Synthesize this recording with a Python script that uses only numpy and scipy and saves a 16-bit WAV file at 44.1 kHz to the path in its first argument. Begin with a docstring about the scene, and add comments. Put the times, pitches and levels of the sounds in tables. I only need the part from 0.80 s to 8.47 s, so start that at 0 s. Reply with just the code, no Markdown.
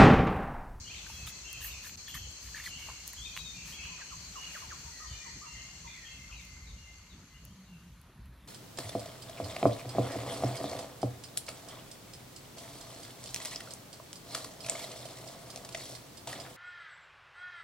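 """In a meadow by a wood, heard through two capsules: a wide chorus of insects and echoing birds dies away.
Close by and dead ahead, gloved hands rustle, knock and clink a steel stove, embers tick, far traffic rumbles.
Insects, traffic, air and cloth are coloured noise; birds are gliding whistles scattered by the trees;
ticks are tiny snaps with a short body, knocks and clinks are decaying modes."""
import sys
import numpy as np
from scipy import signal
from scipy.fft import rfft, irfft, next_fast_len
from scipy.io import wavfile
from scipy.ndimage import uniform_filter1d, map_coordinates

SR = 44100
rng = np.random.default_rng(int(sys.argv[2]) if len(sys.argv) > 2 else 0)


def master_out(mix):
    """Clip the mix to full scale and print it as 16-bit PCM to the path in sys.argv[1]."""
    frames = np.transpose(np.atleast_2d(mix))
    ceiling = np.clip(frames, -1, 1)
    pcm = np.round(ceiling * 32767).astype(np.int16)
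    wavfile.write(sys.argv[1], SR, pcm)


N = 338435
T = np.arange(N) / SR  # seconds


def amp(db):
    """dB to gain."""
    return 10 ** (np.asarray(db) / 20)


def unit(x):
    """Scale to rms 1."""
    return x / np.sqrt(np.mean(x ** 2) + 1e-20)


def along(points, hz):
    """Read (Hz, value) points on a log frequency axis."""
    f, v = np.transpose(points)
    return np.interp(np.log(hz + 1), np.log(f + 1), v)


def curves(rows):
    """One value per sample for each column after the time."""
    s, *cols = np.transpose(rows)
    return [np.interp(T, s, c) for c in cols]


def wobble(rate, size=N):
    """A smooth random curve, rate knots a second."""
    knots = rng.standard_normal(int(size * rate / SR) + 4)
    return map_coordinates(knots, [np.arange(size) * rate / SR])


def sine(hz, t, phase=0):
    """A steady tone with an optional moving phase in radians."""
    return np.sin(2 * np.pi * hz * t + phase)


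def gliding_sine(hz):
    """A tone whose frequency changes from sample to sample."""
    return np.sin(2 * np.pi * np.cumsum(hz) / SR)


def filtered(x, response):
    """x times a response of frequency."""
    m = next_fast_len(N + SR // 2)
    return irfft(rfft(x, m) * response(np.fft.rfftfreq(m, 1 / SR)), m)[..., :N]


def rush(spectrum, patchy_db, channels=1, grain_db=0):
    """Coloured noise of rms 1 with patches of random gain; grain makes single samples stand out."""
    grain = amp(grain_db * rng.exponential(size=(channels, N)))
    white = rng.standard_normal((channels, N)) * grain
    z = signal.stft(white, nperseg=512)[2]
    field = rng.standard_normal(z.shape[1:])
    field = uniform_filter1d(uniform_filter1d(field, 5, 0), 10, 1)  # over frequency, then time
    x = signal.istft(z * amp(patchy_db * unit(field)), nperseg=512)[1][:, :N]
    return unit(filtered(x, lambda hz: amp(along(spectrum, hz))))


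def add(track, s, sound):
    """Mix a sound in at s seconds."""
    part = track[..., round(s * SR):][..., :sound.shape[-1]]
    part += sound[..., :part.shape[-1]]


# Colour of the open air. Each row: frequency in Hz, relative level per hertz in dB.
AIR_SPECTRUM = [(150, -24), (250, -6), (297, -13), (347, -14), (543, -13), (668, -14.5), (754, -15),
                (1050, -11), (2750, -17), (4010, -19), (7590, -38), (11300, -23.5), (15300, -47),
                (15500, -70)]


def air():
    """A steady hiss, mostly common to both capsules; the part that differs lacks bass."""
    mid, side = rush(AIR_SPECTRUM, patchy_db=2.0, channels=2)
    side = amp(-12) * filtered(side, lambda hz: 1 / (1 + (330 / (hz + 1)) ** 4))
    return amp(-65.0) * np.array([mid + side, mid - side])


# Colour of the far rumble. Each row: frequency in Hz, relative level per hertz in dB.
RUMBLE_SPECTRUM = [(13, -37), (22, -32), (35, -8), (54, 7), (65, 7), (97, -5), (130, -4), (170, -59),
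                   (290, -120)]
# Colour of the higher drone. Each row: frequency in Hz, relative level per hertz in dB.
DRONE_SPECTRUM = [(53, -6), (90, -2.5), (167, 3), (241, -7), (269, -11), (420, -21.5), (550, -76),
                  (920, -120)]
# Uneven level of the low rumble and drone. Each row: time in seconds, rumble level in dB, drone level in dB.
RUMBLE_LEVELS = [(0, -50.5, -58), (.6, -56.5, -58.5), (1.1, -57.5, -62.5), (1.9, -54.5, -60),
                 (2.5, -53, -60), (3, -55, -56), (3.6, -59, -61), (4.3, -51.5, -60), (4.48, -53, -60),
                 (4.56, -54, -53.5), (4.64, -57, -61.5), (5, -57, -60), (5.4, -56.5, -59),
                 (6, -53.5, -59.5), (6.6, -59, -60), (7.1, -56.5, -59.5), (7.67, -55, -55.5)]


def traffic():
    """Far traffic, alike at both capsules: a lumpy low rumble and a higher drone that shares some lumps."""
    lumps_db = 4 * wobble(11)
    rumble_db, drone_db = curves(RUMBLE_LEVELS)
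    rumble = amp(rumble_db + lumps_db) * rush(RUMBLE_SPECTRUM, patchy_db=0.0)
    drone_level = amp(drone_db + 0.23 * lumps_db + 1.4 * wobble(9))
    return rumble + drone_level * rush(DRONE_SPECTRUM, patchy_db=3.5)


HUM_S, HUM_LENGTH_S, HUM_DB = 6.5, .75, -51  # level before the arch and throb
HUM_LOW_HZ, HUM_RISE_HZ = 136, 41.9
HUM_THROB_S, HUM_THROB_FIRST_S = 0.142, 7.08  # throb period, time of one throb peak


def hum():
    """One short low tone of no clear source: its pitch arches and wavers, its level throbs."""
    u = np.clip((T - HUM_S) / HUM_LENGTH_S, 0, 1)
    arch = np.sin(np.pi * u)
    throb = np.cos(np.pi * (T - HUM_THROB_FIRST_S) / HUM_THROB_S) ** 2
    hum_hz = HUM_LOW_HZ + HUM_RISE_HZ * arch + 10 * wobble(18)
    level = amp(HUM_DB) * arch ** 0.69 * (0.18 + throb) * amp(3.1 * wobble(15))
    return level * gliding_sine(hum_hz)


# Colour of the far chorus by the wood. 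Each row: frequency in Hz, relative level per hertz in dB.
WOOD_SPECTRUM = [(60, -120), (100, -20), (150, -16.5), (250, -8), (500, -11), (750, -10.5), (1600, -5),
                 (2250, 2), (2900, 0), (3300, 0.5), (3600, -2.5), (4000, -3), (4300, -120)]
# Swells of that far chorus. Each row: time in seconds, change of level in dB.
WOOD_SWELLS = [(0, -4), (.15, 2.5), (.6, 0.5), (.95, -0.5), (1.2, -0.5), (1.55, -2), (1.9, 1), (2.3, 0),
               (2.75, -1.5), (3.05, 2), (3.45, -0.5), (3.8, 3.5), (4.3, -1.5), (4.9, 0), (5.2, 0.5),
               (5.8, 1), (7.67, 7)]
WOOD_DB = -58  # each capsule's own part, before swells and fade


def wood_chorus():
    """The far chorus swells; its long waves reach both capsules alike, its short waves do not."""
    far = rush(WOOD_SPECTRUM, patchy_db=1.2, channels=3)
    shared = filtered(far[2], lambda hz: 1 / (1 + (hz / 1500) ** 4))
    level = amp(WOOD_DB + curves(WOOD_SWELLS)[0] + 0.49 * wobble(5.5))
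    return level * (far[:2] + 1.71 * shared)


# Colour of the blurred crickets. Each row: frequency in Hz, relative level per hertz in dB.
CRICKET_SPECTRUM = [(3700, -120), (3850, -19), (4000, -8), (4090, 6), (4300, 6), (4600, 6.5), (4800, 1.5),
                    (4950, -19), (5100, 3), (5300, -120)]
# Colour of the blurred cicadas. Each row: frequency in Hz, relative level per hertz in dB.
CICADA_SPECTRUM = [(2910, -47), (4950, -21), (5290, -6), (6510, -3), (6960, -6.5), (7580, -7.5),
                   (8220, -17.5), (10000, -30), (12000, -41), (15300, -41), (15500, -70)]
# Wing resonances of the nearest insects.
# Each row: centre in Hz, width in Hz, gain in dB, the last two before the response is squared.
NEAR_WINGS = [(4125, 70, -2), (6410, 160, 0), (7335, 110, -4)]
CRICKET_DB, CICADA_DB = -54, -51.5  # full chorus, before balance and fade


def wing_response(hz):
    """Sum of wing resonances, squared to steepen the skirts."""
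    total = 0
    for centre, width, db in NEAR_WINGS:
        damping = 1j * hz * width
        total = total + amp(db) * damping / (centre * centre - hz * hz + damping)
    return total ** 2


def insects():
    """Countless singers blur into bands, unrelated left and right; the nearest ones still pulse through."""
    throb_db = 0.68 * sine(5.2, T, 2.0 * wobble(1.47))  # wing strokes come in bouts
    buzz_db = 0.54 * sine(68, T, 3.3 * wobble(8.1))  # tymbal beat
    cricket_level = amp(CRICKET_DB + 0.15 * wobble(2.74) + throb_db)
    crickets = cricket_level * rush(CRICKET_SPECTRUM, patchy_db=1.5, channels=2)
    cicada_level = amp(CICADA_DB + buzz_db + 0.173 * wobble(7.5) + 0.13 * wobble(22.08))
    cicadas = cicada_level * rush(CICADA_SPECTRUM, patchy_db=1.33, channels=2)
    near_noise = unit(filtered(rng.standard_normal((2, N)), wing_response))
    near = amp(CICADA_DB - 4.5 + 2 * buzz_db) * near_noise
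    return crickets + near + amp([[1.4], [-1.4]]) * cicadas


def whine():
    """A very faint, thin high tone, alike at both capsules, wavering in level and phase."""
    return amp(CICADA_DB - 41 + 2.8 * wobble(6)) * sine(15626, T, 1.2 * wobble(25))


def note(length, first_hz, last_hz, warble_hz, bend):
    """A gliding whistle; fast random warble smears it into a trill, a bend above 1 hurries the glide."""
    size = round(length * SR)
    u = np.arange(size) / (length * SR)
    hz = first_hz + (last_hz - first_hz) * (1 - (1 - u) ** bend)
    hz += warble_hz * wobble(220, size)
    hz += 18 * wobble(14, size)  # no bird holds a pitch straight
    swell = np.clip(u / 0.15, 0, 1) * np.clip((1 - u) / 0.3, 0, 1)
    swell *= amp(2.2 * wobble(40, size))
    swell *= unit(amp(warble_hz / 55 * wobble(170, size)))  # a warbling throat also rasps
    return np.sqrt(2) * swell * gliding_sine(hz)


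# How long the wood rings. Each row: frequency in Hz, time to fall by 60 dB in seconds.
TREE_DECAY = [(500, 0.29), (2900, 1), (3700, 0.44), (8000, 0.28)]


def trees(x):
    """Trunks scatter each note into a noisy tail; each frequency dies at its own speed."""
    hz, t, z = signal.stft(rng.standard_normal((2, SR // 2)), SR, nperseg=256)
    decay = amp(-60 * t / along(TREE_DECAY, hz)[:, None])
    tail = signal.istft(z * decay, SR, nperseg=256)[1]
    return signal.fftconvolve(x[None], tail / np.linalg.norm(tail[0]), axes=1)


# Whistles. Each row: start in seconds, length in seconds, first and last pitch in Hz,
# level in dB before panning, depth of random warble in Hz, left-right balance in dB.
WHISTLE_NOTES = [(0.04, 0.062, 2895, 2860, -54, 40, -2), (0.065, 0.047, 3000, 3460, -51.5, 100, 0),
                 (0.093, 0.035, 2215, 2750, -49, 50, -1), (0.298, 0.03, 2750, 2600, -52, 80, 1),
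                 (0.365, 0.1, 2610, 2650, -53, 35, 4), (0.316, 0.097, 3290, 3310, -54.5, 37, -1),
                 (0.44, 0.17, 2120, 2027, -61.5, 30, -6), (0.64, 0.08, 2717, 2745, -48, 47, 2),
                 (0.68, 0.068, 2090, 2060, -64, 40, -2), (0.705, 0.09, 2633, 2530, -51.5, 82, 0),
                 (0.805, 0.028, 2834, 2690, -50.5, 60, 0), (0.875, 0.033, 2897, 2620, -53, 59, 0),
                 (0.675, 0.046, 3110, 3160, -46.5, 65, 3), (0.76, 0.043, 3180, 3090, -55, 45, 0),
                 (0.92, 0.073, 2600, 2410, -54, 40, -1), (1.297, 0.2, 3157, 3050, -53.5, 66, 2),
                 (1.347, 0.088, 2630, 2656, -58, 31, -2), (1.36, 0.054, 3050, 3265, -50, 88, -3),
                 (1.778, 0.066, 2790, 2755, -56, 21, -6), (1.875, 0.025, 3320, 2950, -50, 90, 0),
                 (1.903, 0.057, 2880, 2773, -47.5, 58, 3), (1.99, 0.14, 2800, 2745, -54, 96, -3),
                 (1.949, 0.043, 3250, 2644, -47.5, 80, 3), (1.955, 0.056, 3210, 3180, -58, 56, -2),
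                 (1.98, 0.075, 2280, 2210, -55, 71, -1), (2.11, 0.14, 2180, 2176, -65, 43, -4),
                 (2.365, 0.035, 3050, 3400, -50, 60, -2), (2.375, 0.045, 3200, 3250, -47.5, 84, 0),
                 (2.412, 0.042, 3290, 3660, -49.5, 8, 14), (2.446, 0.032, 3580, 3700, -44, 8, 15),
                 (2.454, 0.052, 2524, 2474, -48, 46, -3), (2.578, 0.064, 3860, 3740, -48, 6, 6),
                 (2.6, 0.05, 2530, 2580, -53, 51, -4), (2.646, 0.075, 3750, 3590, -44.5, 13, 8),
                 (2.73, 0.12, 2444, 2300, -55, 39, -1), (2.76, 0.1, 2706, 2750, -53, 70, 7),
                 (2.92, 0.044, 3150, 3440, -48.5, 80, 3), (2.955, 0.15, 3340, 3130, -56.5, 87, 0),
                 (2.985, 0.037, 2250, 2246, -52.5, 52, 0), (2.988, 0.073, 2540, 2574, -51, 35, 8),
                 (3.556, 0.13, 2830, 2860, -50.5, 47, -5), (4.198, 0.055, 1228, 1239, -49.5, 38, -9),
                 (4.115, 0.17, 1968, 1796, -56, 60, 0), (4.255, 0.19, 3570, 3580, -60, 15, 4),
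                 (4.635, 0.075, 2400, 1780, -60, 27, -3), (5.535, 0.08, 3900, 3850, -56, 60, 3),
                 (2.52, 0.045, 4250, 3950, -57, 97, 3), (4.27, 0.12, 3065, 2950, -56, 83, -5),
                 (4.405, 0.13, 1950, 1904, -55.5, 120, -4), (4.325, 0.17, 2403, 2347, -56, 8, -7),
                 (4.613, 0.042, 1128, 1330, -51, 18, -5), (4.655, 0.099, 2785, 2753, -50, 36, -5),
                 (4.856, 0.074, 2770, 2750, -52, 48, 1), (5.065, 0.049, 2390, 2485, -50, 36, -2),
                 (5.24, 0.088, 3170, 3360, -51, 36, 6), (5.305, 0.063, 2660, 2703, -48.5, 30, 1),
                 (5.41, 0.051, 2175, 2013, -50.5, 26, -4), (5.555, 0.066, 2636, 2095, -51, 38, 7),
                 (5.96, 0.18, 2850, 2790, -49, 39, 0), (6.49, 0.11, 2042, 2060, -51, 10, 6),
                 (6.54, 0.045, 2716, 2950, -44, 70, 4), (6.67, 0.063, 2830, 3330, -49.5, 40, 0),
                 (6.863, 0.12, 2780, 2630, -44, 97, 2)]
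# Blurred trills. Each row: start in seconds, length in seconds, first and last pitch in Hz,
# level in dB before panning.
TRILL_NOTES = [(0.108, 0.07, 2800, 2650, -52), (0.119, 0.094, 3500, 3210, -58),
               (0.159, 0.06, 2400, 2436, -54.5), (0.8, 0.11, 2775, 2740, -55),
               (0.799, 0.16, 2873, 2300, -50.5), (1.265, 0.07, 3350, 3185, -47.5),
               (2.444, 0.2, 3315, 3320, -54.5), (2.757, 0.2, 2556, 2670, -58),
               (2.895, 0.35, 2590, 2416, -55), (3.018, 0.098, 2996, 2960, -50.5),
               (3.287, 0.032, 3000, 2960, -53), (3.622, 0.12, 2620, 2498, -53.5),
               (3.626, 0.059, 3250, 3150, -59), (4.299, 0.087, 1819, 1835, -63),
               (4.704, 0.208, 2920, 2830, -59), (5.055, 0.15, 2200, 2270, -51),
               (5.067, 0.1, 3510, 3270, -52), (5.229, 0.078, 2880, 2950, -51.5),
               (5.505, 0.058, 2750, 2825, -45.5), (5.829, 0.12, 2535, 2120, -54)]
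TRILL_WARBLE_HZ = 190.6
# Three birds that each repeat one call. Columns: length in seconds, first and last pitch in Hz,
# depth of random warble in Hz, left-right balance in dB.
PIPE_CALL = (0.2, 2098, 2085, 14, 0)
SLIDE_CALL = (0.14, 2130, 1740, 80, -4)
CHIP_CALL = (0.06, 3950, 3380, 105, 5)
# When those birds call. Each row: start in seconds, level in dB before panning.
PIPE_TIMES = [(4.71, -54.5), (5.275, -54), (5.61, -52.5), (5.7, -54), (6.035, -51)]
SLIDE_TIMES = [(4.7, -57), (5.14, -50)]
CHIP_TIMES = [(0.153, -52.5), (0.903, -54), (5.57, -53), (5.865, -51), (6.293, -48.5), (6.845, -51)]


def whistling_birds():
    """Every note arrives directly, a moment apart at the two capsules, and again through the trees."""
    out = np.zeros((2, N))
    song = list(WHISTLE_NOTES)
    song += [(*row, TRILL_WARBLE_HZ, 0) for row in TRILL_NOTES]
    callers = [(PIPE_CALL, PIPE_TIMES), (SLIDE_CALL, SLIDE_TIMES), (CHIP_CALL, CHIP_TIMES)]
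    for call, times in callers:
        song += [(s, *call[:3], db, *call[3:]) for s, db in times]
    for s, length, first_hz, last_hz, db, warble_hz, pan_db in song:
        x = amp(db) * note(length, first_hz, last_hz, warble_hz, bend=0.98)
        add(out[0], s, amp(pan_db / 2 - 2.2) * x)
        add(out[1], s + .00003, amp(-pan_db / 2 - 4.0) * x)
        add(out, s + .012, amp(-5) * trees(x))
    return out


# Falling notes of a lower bird. Each row: start in seconds, first and last pitch in Hz, level in dB.
CLUCK_NOTES = [(2.853, 1444, 820, -62), (3.055, 1280, 890, -60.5), (3.09, 1318, 990, -56),
               (3.108, 990, 976, -58), (3.178, 1657, 867, -56.5), (3.195, 2187, 1498, -55),
               (3.311, 1450, 976, -50), (3.551, 1392, 965, -50), (3.737, 2400, 996, -47.5),
               (3.817, 1306, 874, -52), (3.895, 2290, 952, -49.5), (4.052, 960, 942, -55),
               (4.235, 1260, 952, -52), (4.445, 1270, 927, -54), (4.645, 1310, 942, -52.5),
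               (5.042, 1250, 942, -49), (5.488, 1676, 950, -52.5)]
CLUCK_S, HOOK_HZ = .05, 850  # note length; the smaller the fall, the sooner it levels off


def clucking_bird():
    """Short falling notes reach the right capsule first, then bounce off the ground and the trees."""
    out = np.zeros((2, N))
    for s, first_hz, last_hz, db in CLUCK_NOTES:
        bend = 1 + HOOK_HZ / (first_hz - last_hz)
        x = amp(db) * note(CLUCK_S, first_hz, last_hz, warble_hz=25, bend=bend)
        add(out[0], s + 0.00065, x)
        add(out[1], s, x)
        add(out, s + 0.0095, amp(-9) * x)  # off the ground
        add(out, s + 0.016, amp(-11) * trees(x))
    return out


FADE_FROM_S, FADE_TO_S, FADE_BEND = 4.38, 7.96, 1.85  # dies away as (time left) ** bend
BLINK_FROM_S, BLINK_TO_S, BLINK_DB = 1.1583, 1.1733, -22  # drops out for a blink


def meadow():
    """The wide chorus of insects and birds, with one brief drop in level, slowly dying away."""
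    fade = np.clip((FADE_TO_S - T) / (FADE_TO_S - FADE_FROM_S), 0, 1) ** FADE_BEND
    blink = (T > BLINK_FROM_S) & (T < BLINK_TO_S)
    shoulder = 1 - 0.4 * np.exp(-abs(T - BLINK_TO_S) / 0.006)  # a softer dip around the blink
    dip = np.where(blink, amp(BLINK_DB), shoulder)
    chorus = (insects() + wood_chorus()) * amp([[.8], [-.8]])
    return (chorus + whine() + whistling_birds() + clucking_bird()) * fade * dip


# Faint steady stirring of grass. Each row: time in seconds, level in dB.
GRASS_STIRRING = [(0.0, -70), (0.43, -64.5), (2.07, -65), (3.8, -67), (5.79, -73), (7.67, -74.5)]
# Strokes of glove and bag. Each row: start in seconds, length in seconds,
# level of the hiss in dB, level of the hollow scrape in dB.
GLOVE_STROKES = [(0.255, 0.212, -62, -73), (0.46, 0.063, -50, -50), (0.547, 0.093, -81, -73),
                 (0.702, 0.081, -66.5, -77.5), (0.796, 0.15, -56, -53.5), (1.025, 0.085, -57, -54.5),
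                 (1.272, 0.049, -62, -61), (1.339, 0.025, -48, -47.5), (1.35, 0.042, -60, -53),
                 (1.498, 0.035, -65, -72), (1.6, 0.18, -62.5, -60), (1.745, 0.11, -58.5, -51),
                 (1.829, 0.092, -51.5, -50.5), (1.97, 0.19, -63, -59), (2.26, 0.061, -55, -59),
                 (2.319, 0.068, -66, -74), (2.557, 0.053, -57, -51), (2.85, 0.13, -56, -57),
                 (3.033, 0.059, -70, -64), (3.545, 0.15, -83, -68), (3.705, 0.16, -62, -61),
                 (5.606, 0.12, -75, -81), (6.64, .04, -76, -82)]
# Colour of the hiss. Each row: frequency in Hz, relative level per hertz in dB.
CLOTH_SPECTRUM = [(1500, -120), (2500, -1.5), (5000, 5.5), (9000, 2), (14800, 1), (15350, 1), (15450, -120)]
# Colour of the hollow scrape. Each row: frequency in Hz, relative level per hertz in dB.
HOLLOW_SPECTRUM = [(500, -120), (800, -12.5), (1100, -4), (1400, -9), (1800, -1.5), (2300, -4.5),
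                   (3500, -6), (5000, -19), (7000, -120)]


def rustle():
    """Over stirring grass, each stroke starts fast and thins out; it hisses and scrapes a hollow body."""
    hiss = amp(curves(GRASS_STIRRING)[0] + 2.3 * wobble(3.37))
    scrape = np.zeros(N)
    for s, length, hiss_db, scrape_db in GLOVE_STROKES:
        u = np.arange(round(length * SR)) / (length * SR)
        stroke = np.clip(u / 0.18, 0, 1) * np.clip((1 - u) / 0.5, 0, 1)
        add(hiss, s, amp(hiss_db) * stroke)
        add(scrape, s, amp(scrape_db) * stroke)
    cloth = rush(CLOTH_SPECTRUM, patchy_db=1, grain_db=2)[0]
    hollow = rush(HOLLOW_SPECTRUM, patchy_db=4, grain_db=2.5)[0]
    roughness = unit(amp(2.5 * wobble(250)))
    return hiss * cloth + scrape * roughness * hollow


HIT_T = np.arange(SR // 3) / SR  # seconds since a hit

# Dry ticks. Each row: start in seconds, level in dB, body relative to snap in dB,
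# both before the fixed gains of snap and body.
TICK_HITS = [(0.4695, -35, -6), (0.474, -39, -1), (0.482, -43, -3), (0.7123, -47, -7), (0.7297, -25, -31.5),
             (0.821, -42, -15), (0.8385, -38, -15), (0.7444, -56.5, 0), (1.0955, -49, 13), (1.284, -38, -1),
             (1.342, -42, -13), (1.9946, -46, 2), (2.278, -18.5, -37), (2.3328, -30, -22),
             (2.5657, -41.5, 14), (2.5752, -34, 9), (2.858, -43, 0), (3.045, -49, -2), (5.6116, -49, 2),
             (5.6511, -43, -13), (6.269, -61.5, 11.5), (6.652, -32.5, -31), (6.7052, -53, -8),
             (7.2153, -42, -20), (7.4584, -48, -15)]


def ticks():
    """A noisy snap and a very short 2500 Hz body; small bodies radiate no bass."""
    out, t = np.zeros(N), HIT_T
    for s, db, body_db in TICK_HITS:
        clicks = np.diff(np.sign(rng.standard_normal(len(t) + 2)), 2)
        snap = amp(-60 * t / 0.0067) * clicks
        body = amp(body_db - 60 * t / 0.0014) * (1 - np.exp(-t / 0.0000964)) * sine(2500, t)
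        add(out, s, amp(db) * (0.37 * snap + 4.6 * body))
    return filtered(out, lambda f: (1j * f / (900 + 1j * f)) ** 2 / (1 + (f / 13500) ** 6))


# Dull knocks. Each row: start in seconds, level in dB before onset and decay, pitch in Hz.
KNOCK_HITS = [(0.172, -50, 2220), (0.812, -46, 3800), (1.048, -45, 3780), (2.333, -44.5, 1000),
              (0.265, -38.5, 1540), (0.298, -40.5, 920), (0.473, -35.5, 3480), (0.473, -38, 1280),
              (0.481, -36, 3780), (0.806, -48, 1080), (0.812, -45, 1700), (0.845, -39, 1820),
              (1.043, -39.5, 1760), (1.056, -42, 1700), (1.068, -41, 1810), (1.093, -46, 1930),
              (1.279, -39.5, 1780), (1.342, -42, 1760), (1.351, -42, 1180), (1.374, -37.5, 1850),
              (1.47, -48, 505), (1.744, -29.5, 1730), (1.757, -37, 1900), (1.768, -36, 1800),
              (1.783, -39, 1660), (1.799, -33.5, 1780), (1.848, -40, 4240), (1.849, -42, 2100),
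              (1.856, -32.5, 4260), (1.861, -28.5, 1974), (1.865, -35, 1960), (1.873, -33, 1730),
              (2.069, -45, 1100), (2.084, -42, 620), (2.086, -35.5, 906), (2.09, -46, 1350),
              (2.097, -37, 1070), (2.113, -45, 970), (2.333, -42, 1900), (2.874, -46, 1780),
              (3.053, -42, 1610), (3.217, -41, 1635), (3.75, -46, 615), (7.295, -48, 357)]
KNOCK_T60_S = 0.029


def knocks():
    """A quickly damped mode: a pure tone plus its twin with a fast random phase."""
    out, t = np.zeros(N), HIT_T
    for s, db, hz in KNOCK_HITS:
        pair = sine(hz, t) + 0.63 * sine(hz, t, 3 * wobble(302, len(t)))
        add(out, s, amp(db - 60 * t / KNOCK_T60_S) * (1 - np.exp(-t / 0.0019)) * pair)
    return out


# Clinks of the stove. Each row: start in seconds, level in dB before the modes are weighted.
CLINK_HITS = [(0.808, -49), (0.822, -45), (0.839, -37.5), (0.861, -51), (1.03, -63), (1.048, -50),
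              (1.066, -52), (1.282, -49.5), (1.342, -44.5)]
# Modes of thin steel. Each row: frequency in Hz, mean level in dB, time to fall by 60 dB in seconds.
STEEL_MODES = [(6520, -5, .1), (8050, -7, .12), (8550, -10, .08), (9810, -7, .16), (10200, -5, .1),
               (10900, -11, .08), (11800, 2, .18), (12810, -8, .22), (13790, -3, .2), (15010, -2, .15)]


def clinks():
    """Thin steel jangles in many modes, each struck a little differently every time."""
    out, t = np.zeros(N), HIT_T
    chatter = np.exp(-t / 0.049)  # loose panels keep touching at first, which blurs each mode
    for s, db in CLINK_HITS:
        ring = np.zeros(len(t))
        for hz, level_db, t60 in STEEL_MODES:
            struck_db = level_db + rng.normal(0, 2.9)
            mode_db = struck_db - 60 * t / t60 + 3.1 * chatter * wobble(85, len(t))
            ring += amp(mode_db) * sine(hz, t, 1.3 * chatter * wobble(140, len(t)))
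        add(out, s, amp(db) * (1 - np.exp(-t / 0.01)) * ring)
    return out


def scene():
    """The wide, fading meadow around a nearly centred foreground."""
    background = air() + traffic() + hum()
    foreground = rustle() + ticks() + knocks() + clinks()
    return background + meadow() + foreground * amp([[.25], [-.25]])


def record(dry):
    """The microphone loses the lowest bass; nothing is kept above 15900 Hz."""
    return filtered(dry, lambda hz: (hz < 15900) / np.sqrt(1 + (36 / (hz + 1)) ** 8))


dry = scene()
out = record(dry)
master_out(out)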